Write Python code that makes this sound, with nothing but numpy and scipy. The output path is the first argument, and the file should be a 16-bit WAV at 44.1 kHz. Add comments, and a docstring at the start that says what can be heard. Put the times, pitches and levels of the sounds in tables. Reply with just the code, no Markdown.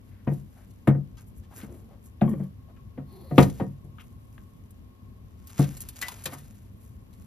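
"""A gecko stalks and snaps up crickets in a small glass tank, close to a stereo microphone.
Knocks, two of them the gecko's strikes, flex the walls, which boom, ring and judder; claws, jaws and
cricket legs tick on the floor. Feet and belly rustle the paper towel lining; something slides softly.
Behind the tank lies a quiet room: low rumble, faint mains hum and a thin, far whine."""
import sys
import numpy as np
from scipy import signal
from scipy.fft import rfft, irfft, next_fast_len
from scipy.io import wavfile

SR = 44100
rng = np.random.default_rng(int(sys.argv[2]) if len(sys.argv) > 2 else 0)


def put_to_file(sound):
    """Save the sound as 16-bit audio at rate SR, in the file named by the first command-line argument."""
    columns = np.atleast_2d(sound).T  # one column per channel
    safe = np.clip(columns, -1, 1)
    whole_steps = np.round(safe * 32767)
    wavfile.write(sys.argv[1], SR, whole_steps.astype(np.int16))


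N = 320166

# room tone behind the tank: f/Hz, relative density/dB
ROOM_TONE = [(12, -45), (20, -32.5), (48, -3.5), (101, -2), (163, -14), (198, -8), (277, -18.5),
             (485, -27.5), (825, -36), (1090, -34.5), (1330, -42), (2990, -45.5), (8640, -57),
             (12800, -44.5), (16000, -75)]
# likeness of the room tone in left and right: f/Hz, correlation
ROOM_TONE_LIKENESS = [(60, 0.83), (150, 0.71), (300, 0.35), (650, -0.15), (3000, -0.44), (7000, -0.16),
                      (12000, 0.34)]
# mains hum: f/Hz, level/dB
MAINS_HUM = [(100, -53), (200, -69.5), (250, -62)]
# reverberation of the room: f/Hz, t60/s
ROOM_DECAY = [(100, 0.32), (500, 0.2), (2000, 0.13), (6000, 0.039), (14000, 0.036)]
# the tank at the microphone's two ports: f/Hz, left lead/rad, left minus right/dB
MIC_IMAGE = [(60, 0, 2.3), (250, .25, 1.8), (600, .45, 2.6), (1300, -.4, 4), (2200, .7, 5.5),
             (4800, .9, 4.5), (6000, -1.4, 2), (8600, -3.1, 0), (11500, -4.8, 0), (13000, -6.1, 0)]
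# treble colour of the ports: f/Hz, gain/dB
MIC_COLOUR = [(4000, -0.5), (5600, -3), (7200, 1.5), (8600, -0.5), (10300, 3.5), (12500, -2), (14000, -3),
              (16000, -15.5)]
# dull rubs: middle t/s, length/s, centre f/Hz, level/dB
RUBS = [(0.152, 0.32, 1750, -70), (0.605, 0.21, 1640, -70), (0.588, 0.11, 740, -63.5),
        (1.531, 0.077, 826, -55.5), (1.616, 0.12, 1540, -53), (1.69, 0.47, 324, -52),
        (1.927, 0.13, 520, -57.5), (2.346, 0.044, 1070, -58), (2.698, 0.053, 606, -57)]
# feet, belly and insect shell on paper: peak t/s, length/s, crinkle level/dB, fizz level/dB
PAPER_STROKES = [(0.074, 0.14, -75.5, -69), (0.334, 0.16, -67, -59), (0.592, 0.66, -77, -68),
                 (1.211, 0.047, -70, -60.5), (1.282, 0.047, -95, -59), (1.377, 0.059, -90, -60),
                 (1.579, 0.095, -57.5, -47), (1.616, 0.082, -66, -59), (1.746, 0.2, -79, -62.5),
                 (2.056, 0.077, -76, -57.5), (2.295, 0.14, -75, -56.5), (2.423, 0.11, -70.5, -63),
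                 (3.408, 0.1, -43, -39), (3.558, 0.24, -61.5, -57.5), (4.008, 0.04, -61.5, -60.5),
                 (4.04, 0.19, -78, -67), (4.339, 0.85, -80.5, -69.5), (5.507, 0.093, -58, -53.5),
                 (5.604, 0.098, -44, -44), (5.686, 0.45, -58, -53.5), (5.85, 0.3, -65, -63),
                 (5.996, 0.04, -60, -46), (6.032, 0.14, -48.5, -52), (6.127, 0.34, -54, -51.5),
                 (6.318, 0.28, -57, -54), (6.5, 0.29, -71.5, -62.5), (6.838, 0.28, -76, -63.5),
                 (7.221, 0.38, -73.5, -65.5)]
# hiss of the slide before the hardest knock: f/Hz, relative density/dB
SCRAPE_HISS = [(300, -13.5), (800, 3.5), (1150, 0.5), (1450, -15), (1900, -6), (2900, -14.5), (4250, -4.5),
               (5500, -15.5), (8600, -15.5), (10600, -5.5), (14500, -7.5)]
# squeaks within the slide: t/s, length/s, top f/Hz, level/dB
SCRAPE_SQUEAKS = [(3.102, .15, 386.3, -46), (3.22, .085, 543.4, -52.5)]
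# something small hits the glass: t/s, level/dB
PING_HITS = [(6.0245, -27.5), (6.029, -35.5)]
# the modes it rings: f/Hz, level/dB, t60/s
PING_MODES = [(1700, -3, 0.05), (1985, -3, 0.16), (1850, -8, 0.05), (3050, -9, .04)]
# short dry resonant bursts, the clack of the knocks and a few separate light taps:
# t/s, level/dB, centre f/Hz, top f/Hz, decay/s, sharpness of the resonance
RESONANT_BURSTS = [(0.2695, -38, 850, 1300, 0.0092, 3), (0.274, -45.5, 1850, 3000, 0.014, 2.2),
                   (0.8735, -24.5, 720, 3180, 0.0066, 3), (0.947, -49.5, 1190, 2360, 0.0096, 1.9),
                   (1.613, -50, 2830, 5960, 0.012, 1.5), (2.211, -40.5, 3200, 3900, 0.0044, 1.5),
                   (2.399, -49.5, 597, 2400, 0.024, 1.7), (3.381, -14.5, 730, 3700, .013, 10),
                   (3.3804, -22, 1900, 3803, .005, 1.5), (3.598, -33, 850, 1250, .014, 3),
                   (3.984, -43.5, 1350, 3600, 0.0044, 7.9), (3.984, -53, 3080, 3680, 0.0044, 3.5),
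                   (3.995, -50, 2300, 3700, 0.019, 1.1), (4.005, -53.5, 3200, 3750, 0.0096, 3),
                   (4.379, -45.5, 1180, 4050, 0.0035, 1.6), (6.083, -39, 979, 3400, 0.014, 8.5),
                   (6.083, -36.5, 2800, 3600, 0.0036, 2.5), (6.258, -34, 4196, 5670, 0.011, 2),
                   (6.259, -39, 1100, 2400, 0.021, 1.5), (6.333, -37.5, 950, 2190, 0.01, 1.3)]
# claws, jaws and cricket legs: t/s, length/s, level/dB, brightness/dB per band
CLAW_TICKS = [(0.334, .006, -72, 12), (0.705, .004, -73.5, 6.5), (1.171, 0.028, -61.5, -5),
              (1.434, .02, -71.5, -4), (2.763, .014, -80.5, -18.5), (3.426, .005, -39.5, -3.5),
              (3.499, .006, -57, -0.5), (4.707, .002, -78, 18), (5.472, .005, -62.5, 9.5),
              (5.641, .006, -52, -2.5), (5.769, .012, -58.5, 10.5), (5.805, .016, -54.5, 13.5),
              (5.8876, .005, -52, 8.5), (5.959, .008, -55, 2.5), (6.014, .014, -40, 3),
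              (6.0835, .002, -43.5, 2), (6.238, .008, -58.5, 12.5), (6.256, .01, -38, 0),
              (6.332, .008, -57, 7.5), (6.384, .006, -62, 6.5), (7.129, .01, -69, 3)]
# colour common to all ticks: level/dB in clack, snap and fizz
TICK_BANDS_DB = [-4, 0.5, 3.5]
# something judders along the tank after a knock: t/s, length/s, level/dB, slip rate/Hz
JUDDER_RUNS = [(2.244, .034, -25, 200), (2.278, 0.061, -23, 216), (2.352, .048, -32, 150),
               (2.403, 0.06, -36, 200)]
# modes rattled by each slip: f/Hz, level/dB, t60/s
RATTLE_MODES = [(313, 0.5, 0.063), (543, -7, 0.044), (777, -9, 0.008), (1123, -14, 0.039),
                (1510, -25, 0.017), (1870, -23.5, 0.025), (2250, -25.5, 0.032), (3200, -27, 0.023)]
# modes of the glass tank: f/Hz, level/dB, t60/s
TANK_MODES = [(103, -15.5, 0.37), (139.3, -2.5, 0.37), (188.5, -8.5, 0.25), (228, -10, .2), (266, -7, 0.14),
              (304.5, -4.5, 0.12), (354.5, -6, 0.15), (453.5, -9, 0.26), (516.3, -7, 0.17),
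              (639.4, -14.5, 0.16), (720, -2.5, 0.12), (770, -13.5, 0.05), (853, -16, 0.13),
              (936, -10, 0.19), (1127, -6.5, 0.14), (1227, -10, 0.17), (1456, -11, 0.097),
              (1612, -18, 0.087), (1663, -17.5, 0.13), (1855, -14, 0.29), (2000, -16.5, .11),
              (2120, -16, 0.08), (2695, -22, 0.07), (3100, -23, 0.097)]
# dense ringing of the tank: f/Hz, t60/s
CLATTER_DECAY = [(100, 0.66), (400, 0.19), (1500, 0.078), (4000, 0.023), (12000, 0.055)]
# knocks on the tank: t/s, level/dB, brightness/dB per band, fizz level/dB, thump f/Hz, slap f/Hz, # thump
# delay/s, ring length factor, ring level/dB
WALL_KNOCKS = [(0.2712, -35.3, -10.5, -81, 216.4, 331, 0.0014, 0.66, 0),
               (0.313, -45.5, -15, -79, 148, 324, 0.0076, 0.2, -3),
               (0.8726, -25, -9, -50, 213.5, 313.5, 0.0085, 0.55, -5),
               (0.945, -44.5, -13, -75, 145, 480, 0.014, 0.65, 0),
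               (1.63, -52.5, -9.5, -61, 207, 325, 0.0015, 0.62, -8),
               (2.2135, -29.3, -10, -63, 206, 715, 0.008, 1.0, -15),
               (2.396, -49, -17, -74, 196, 623, 0.00548, 0.54, -2.5),
               (2.975, -46.5, -9.5, -90, 262, 506, 0.0045, 0.71, -3),
               (3.308, -39, -11.5, -80, 175, 574, 0.014, 1.5, -3.5),
               (3.379, -15.5, -3.5, -42.5, 269.9, 498, 0.0011, 0.56, -2),
               (3.598, -35, -8, -88, 139.7, 540, 0.01794, 0.86, -3.5),
               (3.842, -61.5, -14.5, -71.5, 156.8, 430, 0.0037, 1.35, -7.5),
               (5.591, -30, -12, -43, 146, 283, 0.0012, 0.67, -3.5),
               (6.257, -46.5, -2.5, -44, 165, 530, 0.0017, 1.13, -5),
               (6.321, -50.5, -1, -63, 254, 694, 0.0036, 1.26, -2.5)]
# colour common to all knocks: level/dB in bass, body, clack and snap
KNOCK_BANDS_DB = [-0.5, 1, -3, -10.5]
# crossovers between bass, body, clack, snap and fizz: f/Hz
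CROSSOVERS_HZ = (250, 800, 2500, 7000)


def amp(db):
    """Decibels to gain."""
    return np.exp(np.asarray(db) * (np.log(10) / 20))


def unit(x):
    """Scales to rms 1."""
    return x / np.sqrt(np.mean(x ** 2) + 1e-24)


def read(points, hz, column=1):
    """Reads one column of a table over log frequency."""
    table = np.transpose(points)
    return np.interp(np.log(hz + 1), np.log(table[0] + 1), table[column])


def add(mix, s, sound):
    """Adds a sound to the mix at time s."""
    part = mix[..., max(round(s * SR), 0):][..., :sound.shape[-1]]
    part += sound[..., :part.shape[-1]]


def shaped(x, gain):
    """Filters by a gain given as a function of frequency."""
    size = x.shape[-1]
    padded = next_fast_len(size + 2048)
    return irfft(rfft(x, padded) * gain(np.fft.rfftfreq(padded, 1 / SR)), padded)[..., :size]


def rolloff(f, edge_hz, order):
    """Gain of 1 at zero that falls to a half at edge_hz."""
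    return 1 / (1 + (f / edge_hz) ** order)


def resonance(f, hz, sharpness):
    """Gain of one peak, symmetric in log frequency."""
    return 1 / (1 + (sharpness * np.log((f + 1) / hz)) ** 2)


def bands(x):
    """Splits into bass, body, clack, snap and fizz, which sum to the whole."""
    below = [shaped(x, lambda f: rolloff(f, edge, 8)) for edge in CROSSOVERS_HZ]
    return np.diff([0 * x] + below + [x], axis=0)


def tilted(shape_db, db, brightness_db):
    """Band levels of a blow: harder contact tips them towards the treble, about the second band."""
    return db + np.array(shape_db) + brightness_db * (np.arange(len(shape_db)) - 1)


def voiced(x, band_db, size):
    """Colours a blow: sets the levels of the topmost bands over the first size samples, drops the rest."""
    parts = bands(x)[-len(band_db):]
    return sum(amp(db) * part / np.sqrt(np.mean(part[:, :size] ** 2) + 1e-24)
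               for db, part in zip(band_db, parts))


def mic_noise(size, apart):
    """Noise at the two microphone ports: a shared part and some of their own."""
    noise = rng.standard_normal((3, size))
    return unit(noise[0] + apart * noise[1:])


def drift(size, rate_hz):
    """Random wander of rms 1."""
    return unit(shaped(rng.standard_normal(size), lambda f: rolloff(f, rate_hz, 4)))


def dying(noise, t60s):
    """Lets each frequency of a noise die at its own speed."""
    hz, t, spectrum = signal.stft(noise, SR, nperseg=256)
    fade = amp(-60 * t / read(t60s, hz)[:, None])
    return signal.istft(spectrum * fade, SR, nperseg=256)[1][..., :noise.shape[-1]]


def ringing(modes, t, spread_db, stretch=1, lag_s=0, detune=0):
    """Damped modes, weighted and detuned at random as the place of a blow would do."""
    hz, db, t60 = np.transpose(modes)[:, :, None]
    strength, shift = rng.standard_normal((len(hz), 2)).T[:, :, None]
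    hz = hz * (1 + detune * shift * hz / (hz + 300))
    age = np.maximum(t - lag_s * np.sqrt(100 / hz), 0)  # slow bending waves bring low modes late
    weight = amp(db + spread_db * strength) * (-1) ** np.arange(len(hz))[:, None]
    return (weight * amp(-60 * age / (t60 * stretch)) * np.sin(2 * np.pi * hz * age)).sum(0)


def fibres(size, grain_db=1.0, clump_db=2.0):
    """Friction noise: countless tiny slips that come in clumps."""
    noise = mic_noise(size, apart=0.051)
    return noise * amp(grain_db * drift(size, rate_hz=590) + clump_db * drift(size, rate_hz=41))


def room_tone(air_db=-48.5, lumpy_db=2.0, swell_db=12.5, swell_s=2.7, waver_db=2.5):
    """Behind the tank: lumpy rumble, even hiss, mains hum and a far whine that swells, then holds."""
    t = np.arange(N) / SR
    left, spare = rng.standard_normal((2, N))
    likeness = lambda f: read(ROOM_TONE_LIKENESS, f)
    right = shaped(left, likeness) + shaped(spare, lambda f: np.sqrt(1 - likeness(f) ** 2))
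    colour = lambda f: amp(read(ROOM_TONE, f)) / np.sqrt(1.4 + likeness(f))
    air = amp(air_db) * unit(shaped(np.array([left, right]), colour))
    rumble = shaped(air, lambda f: rolloff(f, 300, 4))
    air += rumble * (amp(lumpy_db * drift(N, rate_hz=8.4)) - 1)
    hum = sum(amp(db) * np.sin(2 * np.pi * (hz * t + rng.random())) for hz, db in MAINS_HUM)
    whine = unit(shaped(rng.standard_normal((2, N)), lambda f: rolloff(f - 1085, 28, 2)))
    whine_db = -72 - swell_db * np.maximum(1 - t / swell_s, 0) + waver_db * drift(N, rate_hz=2.5)
    return (air + hum + whine * amp(whine_db)) * amp([[1], [-1]])  # a little to the left


def room_tail(x, wet_db=-17, build_s=0.0097):
    """Diffuse reverberation, weak this close to the tank and different at each port."""
    t = np.arange(SR // 2) / SR
    tail = dying(mic_noise(len(t), apart=1.0), ROOM_DECAY) * (1 - np.exp(-(t / build_s) ** 2))
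    return amp(wet_db) * signal.fftconvolve(x, tail / np.linalg.norm(tail[0]), axes=1)[:, :N]


def microphone(x):
    """The two ports colour the treble and hear the tank with different phase and strength."""
    def gain(hz):
        lead, balance_db = read(MIC_IMAGE, hz), read(MIC_IMAGE, hz, column=2)
        balance = amp([balance_db / 2, -balance_db / 2])
        strength = balance / np.sqrt(np.mean(balance ** 2, 0)) * amp(read(MIC_COLOUR, hz))
        return strength * np.exp(-1j * np.array([0 * lead, lead]))
    return shaped(x, gain)


def shuffles(sharpness=2.4):
    """Soft rubs swell and fade, each in one broad resonance."""
    out = np.zeros((2, N))
    for s, length, hz, db in RUBS:
        size = int(length * SR)
        rub = shaped(fibres(size), lambda f: resonance(f, hz, sharpness) ** 1.09)
        add(out, s - length / 2, amp(db) * unit(rub) * np.hanning(size))
    return out


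def paper_rustle(stir_db=-84, crackle_db=9, crackles_per_s=130, rise_share=0.65, fade_db=23):
    """Strokes over the paper swell and fade above a faint stir: crinkle, stray crackles, fine fizz."""
    t = np.arange(N) / SR
    impulses = amp(crackle_db) * rng.standard_normal(N) * (rng.random(N) < crackles_per_s / SR)
    crackles = signal.fftconvolve(impulses, rng.standard_normal(128) * np.exp(-t[:128] / 0.0004))[:N]
    paper = shaped(fibres(N) + crackles, lambda f: rolloff(f, 14300, 24))
    _, body, clack, snap, fizz = map(unit, bands(paper))
    crinkle = amp(-6) * body + amp(-2) * clack + snap
    power = np.full((2, N), amp(stir_db) ** 2)
    for s, length, crinkle_db, fizz_db in PAPER_STROKES:
        from_peak = np.maximum((s - t) / rise_share, t - s) / length
        power += (amp([[crinkle_db], [fizz_db]]) * amp(-fade_db * np.minimum(from_peak, 10))) ** 2
    crinkle_level, fizz_level = np.sqrt(power)
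    return crinkle_level * crinkle + fizz_level * fizz


def scrape(start_s=3.05, length_s=0.35, edge_s=0.079, level_db=-59, whistle_hz=4260, pitch_arch=0.21):
    """A light slide hisses, whistles softly and squeaks faintly where it catches."""
    out, t = np.zeros((2, N)), np.arange(0, length_s, 1 / SR)
    hiss = unit(shaped(fibres(N)[:, :len(t)], lambda f: amp(read(SCRAPE_HISS, f))))
    whistle = unit(shaped(mic_noise(len(t), apart=0.4), lambda f: rolloff(f - whistle_hz, 190, 2)))
    edges = np.minimum(np.minimum(t, length_s - t) / edge_s, 1)
    add(out, start_s, amp(level_db) * (hiss + amp(-10) * whistle) * edges)
    for s, length, top_hz, db in SCRAPE_SQUEAKS:
        speed = np.sin(np.pi * np.arange(0, length, 1 / SR) / length)
        unsteady = 1 + 0.045 * drift(N, rate_hz=120)[:len(speed)]
        hz = top_hz * (1 - pitch_arch * (1 - speed)) * unsteady
        phase = 2 * np.pi * np.cumsum(hz) / SR
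        add(out, s, amp(db) * speed * (np.sin(phase) + amp(-16.5) * np.sin(2 * phase)))
    return out


def glass_ping(scratch_db=-5, scratch_s=0.015):
    """Two quick scratchy blows ring a few high modes of the glass."""
    out, t = np.zeros(N), np.arange(8192) / SR
    for s, db in PING_HITS:
        ring = ringing(PING_MODES, t, spread_db=1)
        scratch = unit(shaped(rng.standard_normal(len(t)), lambda f: rolloff(f - 1900, 600, 2)))
        add(out, s, amp(db) * (ring + amp(scratch_db) * scratch * np.exp(-t / scratch_s)))
    return out


def clacks(rise_s=0.00073):
    """The clack of the knocks and a few separate light taps: short dry bursts, each in one resonance."""
    out, t = np.zeros((2, N)), np.arange(4096) / SR
    for s, db, hz, top_hz, decay_s, sharpness in RESONANT_BURSTS:
        colour = lambda f: resonance(f, hz, sharpness) * rolloff(f, top_hz, 20)
        fade = np.exp(-t / decay_s)
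        burst = shaped(mic_noise(len(t), apart=0.54), colour) * fade * np.minimum(t / rise_s, 1)
        add(out, s, amp(db) * unit(burst) * np.sqrt(np.mean(fade ** 2)))
    return out


def ticks(snaps_per_s=900, snap_t60=0.053, glass_db=-26):
    """Claws, jaws and cricket legs: a first snap and a short random cluster ring the glass faintly."""
    out, t = np.zeros((2, N)), np.arange(8192) / SR
    high_modes = [mode for mode in TANK_MODES if mode[0] > CROSSOVERS_HZ[1]]
    spike = 0.43 * np.exp(-t / 0.00051)
    for s, length, db, brightness_db in CLAW_TICKS:
        chance, strength = rng.random(len(t)), rng.standard_normal(len(t))
        cluster = strength * (chance < snaps_per_s / SR) * (t < length)
        cluster[0] = 1.5  # the first snap
        snap = mic_noise(len(t), apart=0.4) * (amp(-60 * t / snap_t60) + spike)
        snap += amp(glass_db) * ringing(high_modes, t, spread_db=4, stretch=0.3)
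        tick = signal.fftconvolve(snap, cluster[None])[:, :len(t)]
        add(out, s, voiced(tick, tilted(TICK_BANDS_DB, db, brightness_db), size=1102))
    return out


def judder(rattle_db=-13, uneven_db=5, sag=0.14, jolt_db=5.5, jolt_s=0.011, fade_db=1, edge_s=0.0032):
    """Stick and slip shakes the wall, jolting at first and slowing to rest; each slip rattles."""
    out, ring_t = np.zeros((2, N)), np.arange(4096) / SR
    for s, length, db, slip_hz in JUDDER_RUNS:
        t = np.arange(0, length, 1 / SR)
        stopping = (t / length) ** 3
        unsteady = 1 + 0.06 * drift(N, rate_hz=70)[:len(t)]
        cycles = np.cumsum(slip_hz * (1 - sag * stopping) * unsteady) / SR
        level = amp(db + jolt_db * np.exp(-t / jolt_s) - fade_db * stopping)
        edges = np.minimum(np.minimum(t, length - t) / edge_s, 1)
        add(out, s, level * edges * np.sin(2 * np.pi * cycles))
        slips = np.flatnonzero(np.diff(np.floor(cycles), prepend=-1))
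        for at, strength in zip(slips, rng.standard_normal(len(slips))):
            hit = ringing(RATTLE_MODES, ring_t, spread_db=4, detune=0.03)
            add(out, s + t[at], level[at] * amp(rattle_db + uneven_db * np.tanh(strength)) * hit)
    return out


def wall_flex(t, hz, swell_s):
    """A few cycles that swell and die as the wall gives under a blow."""
    age = np.maximum(t, 0)
    return age / swell_s * np.exp(1 - age / swell_s) * np.sin(2 * np.pi * hz * age)


def knocks(thump_db=4, slap_db=2, clatter_db=-5, crack_db=-4, crack_s=0.015, contact_hz=3700):
    """Knocks on the tank, two of them the gecko's strikes: crack, slap, thump, then ring and clatter."""
    out, t = np.zeros((2, N)), np.arange(SR // 3) / SR
    onset = 1 - np.exp(-t / 0.003)
    # the contact lasts a moment, so little is left above contact_hz
    blunt = lambda f: f / (f + 80) * rolloff(f, 1100, 1) * (0.2 + rolloff(f, contact_hz, 8))
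    for s, db, brightness_db, fizz_db, thump_hz, slap_hz, delay, stretch, ring_db in WALL_KNOCKS:
        thump = amp(thump_db) * wall_flex(t - delay, thump_hz, swell_s=0.0055)
        slap = amp(slap_db) * wall_flex(t - delay / 4, slap_hz, swell_s=2 / slap_hz)
        walls = np.array([
            ringing(TANK_MODES, t, spread_db=3.5, stretch=stretch, lag_s=delay + 0.0031, detune=0.009)
            for _ in range(3)])
        ring = amp(ring_db) * (walls[0] + 0.6 * walls[1:])  # the ports share one wall and have one each
        noise = unit(shaped(mic_noise(len(t), apart=0.6), blunt))
        clatter = amp(clatter_db) * dying(noise, CLATTER_DECAY)
        crack = amp(crack_db) * noise * np.exp(-t / crack_s)
        knock = thump + slap + (ring + clatter + crack) * onset
        band_db = [*tilted(KNOCK_BANDS_DB, db, brightness_db), fizz_db]
        add(out, s, voiced(knock, band_db, size=2205))
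    return out


def scene():
    """The tank close to the microphone, with the room behind it."""
    tank = knocks() + judder() + ticks() + clacks() + glass_ping() + scrape() + paper_rustle() + shuffles()
    low_cut = signal.butter(2, 48, "highpass", fs=SR, output="sos")  # little below 48 Hz reaches the microphone
    close = signal.sosfilt(low_cut, microphone(tank))
    return close + room_tail(close) + room_tone()


def record(dry):
    """The recorder clips at full scale and rolls the treble off into its band limit."""
    heard = shaped(np.clip(dry, -1, 1), lambda f: rolloff(f, 15000, 36))
    band_limit = signal.firwin(401, 15900, window=("kaiser", 8), fs=SR)
    return signal.oaconvolve(heard, band_limit[None], "same")


dry = scene()
out = record(dry)
put_to_file(out)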